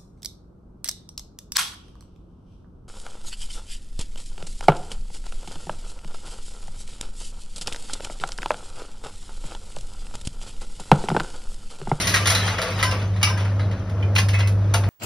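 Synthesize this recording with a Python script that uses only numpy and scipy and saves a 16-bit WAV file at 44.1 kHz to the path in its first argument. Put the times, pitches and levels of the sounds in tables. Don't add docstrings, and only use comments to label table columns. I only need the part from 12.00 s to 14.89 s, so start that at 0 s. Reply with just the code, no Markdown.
import sys
import numpy as np
from scipy import signal
from scipy.fft import rfft, irfft, next_fast_len
from scipy.io import wavfile
from scipy.ndimage import uniform_filter1d, map_coordinates

SR = 44100
rng = np.random.default_rng(int(sys.argv[2]) if len(sys.argv) > 2 else 0)


def waveform_to_disk(signal):
    frames = np.transpose(np.atleast_2d(signal))
    scaled = np.clip(frames, -1, 1) * 32767
    samples = np.round(scaled).astype(np.int16)
    wavfile.write(sys.argv[1], SR, samples)


N = 127449

# f/Hz, density level/dB per Hz
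STEEL_SPECTRUM = [(200, -44), (450, -5.5), (900, -2.5), (2000, 0.5), (4000, -4.5), (6500, -8.5),
                  (8600, -18.5), (9100, -9), (12000, -22), (15500, -28)]


def amp(db):
    return 10 ** (np.asarray(db) / 20)


def unit(x):
    return x / np.sqrt(np.mean(x ** 2) + 1e-20)


def along(points, hz):
    f, v = np.transpose(points)
    return np.interp(np.log(hz + 1), np.log(f + 1), v)


def curves(rows):
    knots_s, *columns = np.transpose(rows)
    t = np.arange(N) / SR
    return [np.interp(t, knots_s, column) for column in columns]


def wobble(rate):
    knots = rng.standard_normal(int(N * rate / SR) + 4)
    return map_coordinates(knots, [np.arange(N) * rate / SR])


def filtered(x, response):
    n = x.shape[-1]
    m = next_fast_len(n + 4096)
    spectrum = rfft(x, m) * response(np.fft.rfftfreq(m, 1 / SR))
    return irfft(spectrum, m)[..., :n]


def tone(hz):
    cycles = np.cumsum(hz) / SR + rng.random()
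    return np.sqrt(2) * np.sin(2 * np.pi * cycles)


def clanks():
    pieces = { "plate": (3, 0.16, [(1184, -15.5, 1), (1620, 2, 0.04), (1895, 1, 0.063)],
              [(0.0696, -8.5, 3, -15), (0.0894, -19, 9, -13), (0.139, -6.5, 2, 2.5), (0.1564, -9.5, 0, -32),
              (0.2552, -9.5, 0.5, -17), (0.2697, -6, 3.5, -11), (0.2994, -7.5, 3.5, -19)]),
              "rod": (0.77, 0.18, [(4070, 2, 0.19), (3800, -3, 0.2)], [(0.3485, -12, 2, -1),
              (0.4772, -15.5, -1, -10), (0.6159, -15.5, 2, -11), (1.1612, -31, -2, -10),
              (1.5942, -25, -4.5, -11), (1.7129, -29, -3.5, -16)]), "deck": (3.1, 0.1, [(510, -2.5, 0.22),
              (655, -2, 0.13), (1142, -8, 0.5), (1353, -0.5, 0.15)], [(0.309, -17.5, 1, 2),
              (0.582, -11.5, -3, -6.5), (0.626, -19.5, -11.5, 2.5), (0.654, -25, -9, 3.5),
              (0.919, -16, -3, -5.5), (1.016, -21, -4.5, -19), (1.404, -24.5, -1.5, -21),
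              (1.447, -21.5, -3, -18)]), "pipe": (1, 0.17, [(1015, -3.5, 0.39), (1288, 4, 0.051),
              (1560, -7, 0.87), (1990, 8.5, 0.041), (2362, 4.5, 0.047), (2980, -5, 0.17), (3731, -3, 0.073),
              (5320, -9.5, 1)], [(0.7964, -20.5, -2.5, -3), (0.827, -9, 2, -2.5), (1.2694, -23, -2, 4.5),
              (1.3742, -29, 1.5, -4)]), "bar": (0.56, 0.12, [(2264, -1, 0.17), (2544, 5, 0.054),
              (2715, 4.5, .15), (2886, 2.5, 0.085), (4830, -4, 0.12), (4990, -2, 0.17), (5660, -5, 0.19)],
              [(0.9114, -22.5, 3, -6), (1.2134, -24.5, -2.5, -11), (1.229, -6.5, 2.5, -3.5),
              (1.2894, -20, 0.5, -10.5), (1.8965, -36, 0.5, -17), (2.2856, -19, 2, -10.5),
              (2.4737, -23.5, 4, -27)]), "sheet": (2.9, 0.11, [(2034, -7, 0.15), (2500, 0.5, 0.077),
              (2790, 2, 0.054), (3314, -2.5, 0.041), (4150, -4.5, 0.058), (5165, -20, 0.55)],
              [(2.1514, -17, 3, -8), (2.159, -10.5, -0.5, 3.5), (2.1808, -6.5, 1.5, -3.5),
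              (2.3874, -19.5, 0.5, -13), (2.4023, -18, -2, 0.5)]), "hook": (5.7, 0.13, [(2025, -4.5, 0.18),
              (2190, -6, 0.19), (2579, -1.5, 0.24)], [(2.3325, -18, -0.5, 5.5), (2.348, -21.5, -2, 2),
              (2.4244, -25.5, -6, 4.5)]), "chip": (1.5, 0.1, [(2395, 1.5, 0.048), (3020, -1, 0.032)],
              [(2.0257, -27.5, -4, 9.5)]), "rail": (1.7, 0.12, [(480, -0.5, 0.068), (675, 5, 0.059),
              (860, 8.5, 0.027), (1384, 6.5, 0.041), (2860, -0.5, 0.062)], [(2.7387, -9.5, 2.5, -9),
              (2.7474, -17.5, -7, -2.5), (2.8359, -23, -3.5, -17)]), }
    echo_db = -5
    out = np.zeros((2, N + 2 * SR))
    for rise_ms, t60, modes, blows in pieces.values():
        for start_s, *how in blows:
            direct = blow(modes, rise_ms, t60, *how)
            echo = amp(echo_db) * yard(direct)
            from_start = out[:, round(start_s * SR):]
            from_start[:, :len(direct)] += direct
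            from_start[:, :echo.shape[1]] += echo
    return out[:, :N]


def blow(modes, rise_ms, t60, db, tilt_db, ring_db, count=55):
    t = np.arange(SR // 5) / SR
    rise = 1 - np.exp(-t / (max(rise_ms, .2) / 1000))
    crash = contact_crash(t, t60, tilt_db, count)
    ring = modal_ring(t, modes)
    return amp(db - 7.0) * rise * (crash + amp(ring_db) * ring)


def contact_crash(t, t60, tilt_db, count):
    treble_damping, crack = 0.066, 0.25
    chatter_db = 1.6 * rng.standard_normal(len(t) // 64 + 1).repeat(64)[:len(t)]
    chatter = rng.standard_normal(len(t)) * amp(chatter_db)
    noise = chatter + stray_modes(t, t60, count)

    def colour(f):
        return amp(along(STEEL_SPECTRUM, f) + tilt_db * np.log2(np.maximum(f, 450) / 2500))

    noise = filtered(noise, colour)
    noise = noise / np.std(noise[:SR // 50])
    low = filtered(noise, lambda f: 1 / (1 + (f / 4000) ** 2))
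    high = noise - low
    crash = low * amp(-60 * t / t60) + high * amp(-60 * t * (1 + treble_damping) / t60)
    return crash * (1 + crack * amp(-20 * t / 0.0025))


def stray_modes(t, t60, count):
    stray_db, life_scale_s = -5, 0.13
    pitch, phase, life = rng.random((count, 3)).T[:, :, None]
    waves = np.sin(2 * np.pi * (900 * 14 ** pitch * t + phase)) * 2 ** pitch
    decay = amp(60 * t / t60 - 60 * t / (life_scale_s * (0.12 + life)))
    stray = (waves * decay).sum(0)
    return amp(stray_db) * stray / np.std(stray[:SR // 100])


def modal_ring(t, modes):
    buzz, choke_s, bloom = .45, .095, .04
    hz, level_db, life = np.transpose(modes)[:, :, None]
    slow = rng.standard_normal((2, len(modes), len(t)))
    slow = unit(uniform_filter1d(uniform_filter1d(slow, 300), 300))
    roughness = 1 + buzz * (slow[0] + 1j * slow[1])
    waves = np.imag(roughness * np.exp(2j * np.pi * hz * t))
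    decay = amp(level_db - 60 * t / life - 10 * (t / choke_s) ** 4)
    build_up = 1 - np.exp(-t / (bloom * life))
    return (decay * build_up * waves).sum(0)


def yard(x):
    # f/Hz, t60/s
    echo_decay = [(300, 0.87), (2000, 0.16), (10000, 0.24)]
    noise = rng.standard_normal((2, SR // 3))
    hz, t, z = signal.stft(noise, SR, nperseg=256)
    z = z * amp(-60 * t / along(echo_decay, hz)[:, None])
    tail = signal.istft(z, SR, nperseg=256)[1]
    delayed = np.pad(x, (400, 0))[None]
    return signal.fftconvolve(delayed, tail / np.linalg.norm(tail[0]), axes=1)


def rattle(count=3500):
    # t/s, level/dB before flicker and tilt, nominal tilt/dB per octave
    rattle_course = [(0, -24.5, 3.5), (.24, -30.5, 0), (.4, -26.5, -0.5), (.56, -31, -3.5),
                     (.75, -31.5, -2.5), (.97, -35.5, -3), (1.08, -47.5, -2), (1.4, -38, -7),
                     (1.55, -47.5, -6), (2.12, -54.5, -8), (2.37, -43, -4), (2.56, -53.5, -5),
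                     (2.89, -43, -2)]
    u, t = rng.random((count, 4)), np.arange(1300) / SR
    hz = 500 * 30 ** u[:, 1:2]
    life = (0.036 + 0.12 * u[:, 2:3] ** 3) * np.clip(4000 / hz, 0, 1)
    strength = amp(13.4 * u[:, 3:] ** 2) * np.sqrt(hz / 1000 / life)
    pings = strength * np.sin(2 * np.pi * hz * t) * amp(-60 * t / (3 * life))
    where = (u[:, :1] * N).astype(int) + np.arange(len(t))
    all_pings = unit(np.bincount(where.ravel(), pings.ravel())[:N])
    scraping = 1.45 * rng.standard_normal((2, N))
    x = unit(filtered(all_pings + scraping, lambda f: amp(along(STEEL_SPECTRUM, f))))
    db, tilt_db = curves(rattle_course)
    low = filtered(x, lambda f: 1 / (1 + (f / 1500) ** 4))
    high = filtered(x, lambda f: 1 - 1 / (1 + (f / 6000) ** 4))
    middle = x - low - high
    tilted = low * amp(-1.5 * tilt_db) + middle + high * amp(1.57 * tilt_db)
    flicker_db = 1.5 * wobble(30)
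    return amp(db + flicker_db) * tilted


def engine():
    return engine_hz_and_noise(99.37)


def engine_hz_and_noise(firing_hz):
    # t/s, level/dB
    hum_course = [(0, -38), (.17, -24.5), (.51, -24), (.6, -39), (.69, -37), (.74, -26), (1.0, -23.5),
                  (1.59, -20), (1.74, -22.5), (1.775, -37), (1.8, -24.5), (1.86, -33.5), (1.89, -27),
                  (2.05, -19.5), (2.35, -17.5), (2.89, -19.5)]
    # multiple of firing frequency, level/dB
    companions = [(0.501, -45.5), (1.8, -39.5), (2.01, -46.5)]
    # t/s, f/Hz, mean level/dB
    sinking_tone = [(1.7, 84.8, -39), (2.0, 82.2, -32.5), (2.89, 68.2, -42.5)]
    # f/Hz, density level/dB per Hz
    rumble_spectrum = [(30, -43.5), (45, -10.5), (120, -9.5), (237, -17), (410, -20), (649, -17.5),
                       (760, -26.5), (1350, -28.5), (2630, -47), (6000, -52), (12000, -120)]
    # t/s, level/dB
    rumble_course = [(0, -28), (1.1, -32), (2.0, -30), (2.89, -29)]
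    # f/Hz, density level/dB per Hz
    hiss_spectrum = [(1500, -26), (3000, 2), (6000, 10.5), (9500, 2), (12000, -2.5), (15500, -19)]
    hiss_db = -60

    hum_db, = curves(hum_course)
    hz = firing_hz + .5 * wobble(4.88)
    lines = amp(hum_db + 0.34 * wobble(45)) * tone(hz)
    for multiple, line_db in companions:
        line_hz = multiple * firing_hz + 2 * wobble(11)
        lines = lines + amp(line_db + 2.5 * wobble(10)) * tone(line_hz)
    sink_hz, sink_db = curves(sinking_tone)
    lines = lines + amp(sink_db + 2.8 * wobble(8.6)) * tone(sink_hz)

    noise = rng.standard_normal((4, N))
    puffs = 1 + 0.13 * tone(hz)
    rumble = unit(filtered(noise[:2] * puffs, lambda f: amp(along(rumble_spectrum, f))))
    hiss = unit(filtered(noise[2:], lambda f: amp(along(hiss_spectrum, f))))
    rumble_db = curves(rumble_course)[0] + 1.2 * wobble(6)
    return lines + amp(rumble_db) * rumble + amp(hiss_db) * hiss


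def scene():
    return clanks() + rattle() + engine()


def record(dry):
    # f/Hz, gain
    unshared_gain = [(150, 0.0081), (800, 0.14), (1800, 0.13), (2500, 1.29), (3800, .3), (6100, 1.14),
                     (7000, 0.051), (8300, 0.05), (9200, 0.46), (10400, 0.76), (11700, 0), (12600, 0.69),
                     (13800, 0.23)]
    # f/Hz, lead/half turns
    phase_lead = [(2100, 0), (2500, 1), (3100, 1.65), (3700, 2), (5400, 2), (6000, 1.65), (6900, 1),
                  (8400, 1), (9100, .55), (10200, 0), (11800, 0), (12600, -.45), (13700, -1)]
    # f/Hz, level/dB
    level_difference = [(350, 0), (700, 2), (1200, 3.8), (2000, 3.5), (2500, -3), (3200, 4), (3900, -1),
                        (5000, 0)]
    top_hz = 15620
    mid = (dry[0] + dry[1]) / 2
    side = filtered((dry[0] - dry[1]) / 2, lambda f: np.clip(along(unshared_gain, f), 0, 3))
    lead_hz, turn = np.transpose(phase_lead)

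    def ports(hz):
        phase = np.exp(-.5j * np.pi * np.interp(hz, lead_hz, turn))
        left = amp(along(level_difference, hz) / 2) * phase
        band_limit = np.clip((top_hz - hz) / 200 + .5, 0, 1) ** 2
        return np.array([left, 1 / left]) * band_limit

    return filtered(np.array([mid + side, mid - side]), ports)


dry = scene()
out = record(dry)
waveform_to_disk(out)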